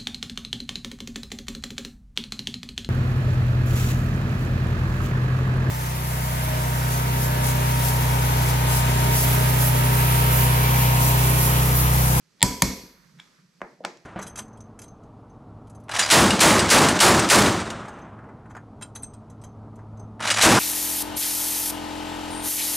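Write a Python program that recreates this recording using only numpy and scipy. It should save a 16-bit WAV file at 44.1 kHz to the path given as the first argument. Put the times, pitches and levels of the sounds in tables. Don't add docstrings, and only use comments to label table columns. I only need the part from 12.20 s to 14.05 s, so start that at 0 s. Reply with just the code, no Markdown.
import sys
import numpy as np
from scipy import signal
from scipy.io import wavfile

SR = 44100
rng = np.random.default_rng(int(sys.argv[2]) if len(sys.argv) > 2 else 0)


def rack_gain(trim_db):
    fader = np.asarray(trim_db, float)
    return 10 ** (fader / 20)


def to_wav(sig):
    pcm = np.clip(np.atleast_2d(sig), -1, 1) * 32767
    pcm = np.round(pcm).astype(np.int16)
    wavfile.write(sys.argv[1], SR, pcm.T)


N = 81585

# (time [s], level [dB])
RUSTLE_LEVEL = [(0, -66.5), (.2, -62.5), (.7, -76.5), (.84, -63.5), (.95, -64.5), (1.03, -61), (1.2, -64.5),
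                (1.3, -66), (1.5, -62.5), (1.62, -69.5), (1.85, -68)]
# (frequency [Hz], relative density [dB per Hz])
RUSTLE_COLOUR_BY_HZ = [(30, 1.5), (60, -3.5), (110, -11.5), (170, 1.5), (300, -1), (500, -4.5), (800, -15),
                       (1000, -6.5), (1500, -9.5), (2200, -8), (3200, -12.5), (5000, -6), (7500, -14.5),
                       (9000, -21), (12500, -21.5), (15000, -41)]
# (frequency [Hz], correlation [-1..1])
RUSTLE_LIKENESS = [(60, 0.19), (240, 0.18), (950, 0.58), (3770, 0.44), (15000, 1)]
# (time [s], level [dB])
SLEEVE_LEVEL = [(0, -89), (.55, -67), (.7, -64.5), (.85, -69), (.93, -72.5), (1.03, -67.5), (1.2, -68),
                (1.3, -82), (1.85, -74)]
# (time [s], level [dB])
RUMBLE_LEVEL = [(0, -57), (.03, -72), (.12, -74), (.15, -61), (.19, -68), (.7, -66), (.8, -62), (.92, -62),
                (.96, -55), (1.0, -58), (1.03, -72), (1.17, -72), (1.2, -64), (1.29, -62), (1.33, -72),
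                (1.37, -64), (1.42, -68), (1.6, -62), (1.75, -64), (1.85, -72)]
# (time [s], left minus right [dB])
BACKGROUND_BALANCE = [(0, -4), (.6, 0.5), (.8, -7), (1, -2), (1.25, -2.5), (1.5, -2), (1.85, -3.5)]
# (time [s], crack level [dB], rattle length [s], thump level [dB])
WRENCH_SNAPS = [(.2275, -2, 0.00086, -15), (.4205, -3, 0.0035, -16.5)]
# (frequency [Hz], T60 [s], first snap [dB re crack], second snap [dB re crack])
BAR_RINGS = [(935, 0.034, -9.5, -6.5), (1827, .02, -5.5, -8), (2349, 0.0061, 5, -5), (3520, 0.005, 4, -2),
             (4927, 0.005, 5, -2.5), (6460, 0.0047, -4, 0.5), (7410, 0.0087, 4.5, -7),
             (8600, 0.0033, 5, -8.5), (10960, 0.01, -5.5, -3), (13100, 0.013, -16, -9.5)]
# (frequency [Hz], T60 [s], first snap [dB re thump], second snap [dB re thump])
WHEEL_RINGS = [(46, 0.32, -8, -10.5), (68.6, 0.38, -9.5, -9.5), (116, 0.2, -7, -3.5),
               (181.2, 0.097, 5.5, 5), (203, 0.26, -9, -4.5), (250, 0.32, -7, -7), (290.8, 0.31, -9, -10),
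               (390, .1, -17, -16), (549.5, 0.2, -18.5, -15), (748, .3, -21, -40), (930, 0.88, -23, -24.5),
               (954, 0.37, -23.5, -23.5), (988, 0.5, -18.5, -25.5), (2178, 0.26, -26, -19),
               (2258, 0.32, -25.5, -20.5)]
# (frequency [Hz], T60 [s])
SHED_DECAY = [(40, 0.75), (160, 0.27), (420, 0.69), (1100, 0.47), (2900, 0.7), (4700, 0.64), (7500, 0.47),
              (9000, 0.36), (14000, 0.77)]
# (frequency [Hz], relative density [dB per Hz])
SHED_COLOUR_BY_HZ = [(40, -5), (200, 4.5), (700, -0.5), (950, 0), (1300, -6), (2200, -2), (3000, -11.5),
                     (4600, -1), (5700, 0.5), (7400, -2), (9000, -13), (10800, -6.5), (14000, -8)]
# (frequency [Hz], correlation [-1..1])
SHED_LIKENESS = [(40, 1), (500, 0.94), (2000, 0.27), (5000, 0.62), (9000, 1), (14000, 0.2)]
# (time [s], relative level [dB], length [s], dull above [Hz], treble re blow [dB])
KNOCK_BLOWS = [(0.634, -30, 0.0048, 313, -33), (0.977, -59, 0.0014, 8900, -2),
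               (1.416, -17, 0.0026, 1944, -23.5), (1.603, -35.5, 0.012, 700, -30),
               (1.643, -30, 0.0087, 1310, -39), (1.6492, -16, 0.0035, 2700, -3),
               (1.772, -52, 0.0017, 9000, 9)]
# (time [s], level before the bass cut [dB])
SCRAPE_LEVEL = [(.984, -61), (.989, -47), (.995, -59), (.999, -35.5), (1.003, -68), (1.011, -60),
                (1.016, -55)]
# (frequency [Hz], width [Hz], relative level [dB])
SOCKET_RESONANCES = [(1000, 110, -6), (1830, 900, 6), (2300, 400, -5), (3560, 500, -4), (5460, 500, -14)]
# (frequency [Hz], T60 [s], relative level [dB])
SEAT_TICK_RINGS = [(3450, 0.0095, -32), (5150, 0.0052, -45), (7130, 0.014, -41)]
# (time [s], relative level [dB], frequency [Hz], T60 [s])
TYRE_BUMP = (1.428, -46, 50, .08)

SLEEVE_LOW_HZ, SLEEVE_HIGH_HZ = 1080, 2000
RUMBLE_HZ, RUMBLE_WIDTH_HZ = 168, 40
AHEAD_STEP_S, AHEAD_DULL_HZ = .0103, 5100
AHEAD_OF_SNAPS_DB, AHEAD_OF_KNOCKS_DB = -16, -24
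THUMP_LATE_S, THUMP_SOFT_S, TYRE_SOFT_S = .002, 0.00053, 0.0024
WAVER_DB, WAVER_CORNER_HZ = 2.2, 18
GRIT_DB = 8
CLICK_TO_SHED_DB, CRACK_TO_SHED_DB, THUMP_TO_SHED_DB = 10.5, -21, -10.5
SHED_RISE_S, KNOCKS_TO_SHED_DB = .002, -8.5
SNAP_EARLY_DB, SNAP_EARLY_T60_S, SNAP_TAIL_SHARE = -4.5, 0.027, 0.98
KNOCK_EARLY_DB, KNOCK_EARLY_T60_S, KNOCK_TAIL_SHARE = 2.5, 0.04, 0.68
KNOCK_LOW_HZ, KNOCK_TOP_HZ = 174, 7800
SLIPS_PER_S, SEAT_S = 3000, 1
SNAP_BALANCE_DB, KNOCK_BALANCE_DB = 0.86, 0.5
MIC_LOW_HZ, MIC_HIGH_HZ = 22.3, 13400
OVERLOAD, LEFT_LAG_S = 1.0, .00001


def at_hz(points, hz):
    points = np.array(points)
    return np.interp(np.log(hz), np.log(points[:, 0]), points[:, 1])


def curve(rows):
    s, db = np.transpose(rows)
    return rack_gain(np.interp(np.arange(N) / SR, s, db))


def balance(left_minus_right_db):
    return rack_gain(left_minus_right_db * np.array([[.5], [-.5]]))


def rms_one(x):
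    return x / np.sqrt(np.mean(x ** 2) + 1e-20)


def cut(x, hz, kind, order=2):
    return signal.sosfilt(signal.butter(order, hz, kind, fs=SR, output="sos"), x)


def ring(x, hz, t60):
    r = rack_gain(-60 / (t60 * SR))
    w = 2 * np.pi * hz / SR
    return signal.lfilter([0, np.sin(w)], [1, -2 * r * np.cos(w), r * r], x + 1e-18)


def drift(rate):
    r = np.exp(-2 * np.pi * rate / SR)
    walk = signal.lfilter([1], [1, -2 * r, r * r], rng.standard_normal(N + SR))
    return rms_one(walk[SR:])


def bands(colour, alike, shape):
    out = 0
    edges = 32 * 2 ** np.arange(0, 9.1, 1 / 3)
    white = rng.standard_normal((2, 2, N))
    for k, (low, high) in enumerate(zip(edges, edges[1:])):
        mid, side = cut(white[k % 2], [low, high], "band")
        hz = np.sqrt(low * high)
        c = np.clip(at_hz(alike, hz), -1, 1)
        stereo = np.sqrt(1 + c) * mid + np.sqrt(1 - c) * side * [[1], [-1]]
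        out = out + rack_gain(at_hz(colour, hz)) * shape(hz) * stereo
    return out


def burst(start, length):
    t = np.arange(N) / SR - start
    i = int(start * SR)
    contacts = rng.standard_normal(900) * np.clip(rng.standard_normal(900), -2, 2)
    grit = np.zeros(N)
    grit[i:i + 900] = contacts[:N - i]
    x = grit * np.exp(-(np.maximum(t, 0) / length) ** 2)
    return x / np.sqrt(np.sum(x ** 2))


def unit_click(start):
    return 1. * (np.arange(N) == int(start * SR))


def soft_push(start, soft):
    t = np.maximum(np.arange(N) / SR - start, 0) / soft
    return t * np.exp(-t) / (soft * SR)


def background():
    gust = drift(2)
    rustle = rms_one(bands(RUSTLE_COLOUR_BY_HZ, RUSTLE_LIKENESS, lambda hz: rack_gain(1.2 * gust)))
    noise = rng.standard_normal((2, N)) + 0.5 * rng.standard_normal(N)
    sleeve = rms_one(cut(noise, [SLEEVE_LOW_HZ, SLEEVE_HIGH_HZ], "band", order=3))
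    low = ring(rng.standard_normal(N), RUMBLE_HZ, 2.2 / RUMBLE_WIDTH_HZ)
    rumble = rms_one(cut(low, [.75 * RUMBLE_HZ, 1.5 * RUMBLE_HZ], "band", order=3))
    rubbing = curve(SLEEVE_LEVEL) * rack_gain(2.5 * drift(29)) * sleeve
    pan = curve(BACKGROUND_BALANCE) ** np.array([[.5], [-.5]])
    return pan * (curve(RUSTLE_LEVEL) * rustle + rubbing + curve(RUMBLE_LEVEL) * rumble)


def ahead(x, loss_db):
    dull = cut(x, AHEAD_DULL_HZ, "low", order=4)
    return sum(rack_gain(loss_db * k) * np.roll(dull, -int(k * AHEAD_STEP_S * SR)) for k in range(1, 4))


def wrench():
    snaps, to_walls = [], np.zeros(N)
    wavers = [rack_gain(WAVER_DB * drift(WAVER_CORNER_HZ)) for j in range(5)]
    for k, (s, crack_db, length, thump_db) in enumerate(WRENCH_SNAPS):
        grit, click = burst(s, length), unit_click(s)
        push = soft_push(s + THUMP_LATE_S, THUMP_SOFT_S)
        sway = soft_push(s + THUMP_LATE_S, TYRE_SOFT_S)
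        crack, thump = 0, 0
        for j, (hz, t60, *snap_db) in enumerate(BAR_RINGS):
            crack = crack + (-1) ** j * rack_gain(crack_db + snap_db[k]) * ring(grit, hz, t60)
        for j, (hz, t60, *snap_db) in enumerate(WHEEL_RINGS):
            drive = sway if hz < 90 else push if hz < 450 else click
            thump = thump + (-1) ** j * rack_gain(thump_db + snap_db[k]) * wavers[j % 5] * ring(drive, hz, t60)
        snaps.append(crack + thump + rack_gain(crack_db + GRIT_DB) * grit)
        to_walls += rack_gain(crack_db + CLICK_TO_SHED_DB) * click
        to_walls += rack_gain(CRACK_TO_SHED_DB) * crack + rack_gain(THUMP_TO_SHED_DB) * thump
    return snaps[0], snaps[1], to_walls


def shed(x, early_db, early_t60, share):
    t = np.arange(N) / SR
    rise = 1 - np.exp(-(t / SHED_RISE_S) ** 2)
    start = rise * (1 + rack_gain(early_db - 60 * t / early_t60))
    decay = lambda hz: rack_gain(-60 * t / (share * at_hz(SHED_DECAY, hz)))
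    tail = bands(SHED_COLOUR_BY_HZ, SHED_LIKENESS, decay) * start
    tail = tail / np.sqrt(np.sum(tail ** 2) / 2)
    return signal.fftconvolve(x[None], tail, axes=1)[:, :N]


def knocks():
    out = 0
    for s, db, length, dull_hz, treble_db in KNOCK_BLOWS:
        blow = np.stack([burst(s, length), unit_click(s)])
        body = cut(blow, dull_hz, "low", order=6) * np.sqrt(SR / 2 / dull_hz)
        treble = rack_gain(treble_db) * cut(blow, KNOCK_TOP_HZ, "low", order=3)
        out = out + rack_gain(db) * np.sqrt(length * SR) * (body + treble) / 2
    return cut(out, KNOCK_LOW_HZ, "high", order=4)


def scrape():
    slips = (rng.random(N) < SLIPS_PER_S / SR) * rng.standard_normal(N)
    tone = sum(rack_gain(db) * rms_one(ring(slips, hz, 2.2 / width)) for hz, width, db in SOCKET_RESONANCES)
    grit = burst(SEAT_S, 0.00074)
    tick = sum(rack_gain(db) * ring(grit, hz, t60) for hz, t60, db in SEAT_TICK_RINGS)
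    fade_in, fade_out = (SCRAPE_LEVEL[0][0] - .01, -90), (SCRAPE_LEVEL[-1][0] + .02, -90)
    return curve([fade_in] + list(SCRAPE_LEVEL) + [fade_out]) * rms_one(tone) + tick


def thud():
    s, db, hz, t60 = TYRE_BUMP
    return rack_gain(db) * ring(soft_push(s, TYRE_SOFT_S), hz, t60)


def scene():
    over, back, bare_snaps = wrench()
    taps, bare_taps = knocks()
    slide = cut(scrape(), 900, "high", order=4)
    snaps = over + back + ahead(over, AHEAD_OF_SNAPS_DB)
    contacts = taps + slide + ahead(taps, AHEAD_OF_KNOCKS_DB)
    direct = snaps * balance(SNAP_BALANCE_DB) + contacts * balance(KNOCK_BALANCE_DB)
    snap_echo = shed(bare_snaps, SNAP_EARLY_DB, SNAP_EARLY_T60_S, SNAP_TAIL_SHARE)
    knock_echo = shed(rack_gain(KNOCKS_TO_SHED_DB) * (bare_taps + slide),
                      KNOCK_EARLY_DB, KNOCK_EARLY_T60_S, KNOCK_TAIL_SHARE)
    return direct + snap_echo + knock_echo + thud() + background()


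def roll_off(x):
    return signal.sosfilt(signal.butter(12, 21850, fs=SR, output="sos"), x)


def record(dry):
    share = np.clip(LEFT_LAG_S * SR, 0, 1)
    left = (1 - share) * dry[0] + share * np.roll(dry[0], 1)
    x = cut(np.stack([left, dry[1]]), MIC_HIGH_HZ, "low", order=10)
    mix = cut(np.clip(x, -OVERLOAD, OVERLOAD), MIC_LOW_HZ, "high")
    return roll_off(mix)


dry = scene()
out = record(dry)
to_wav(out)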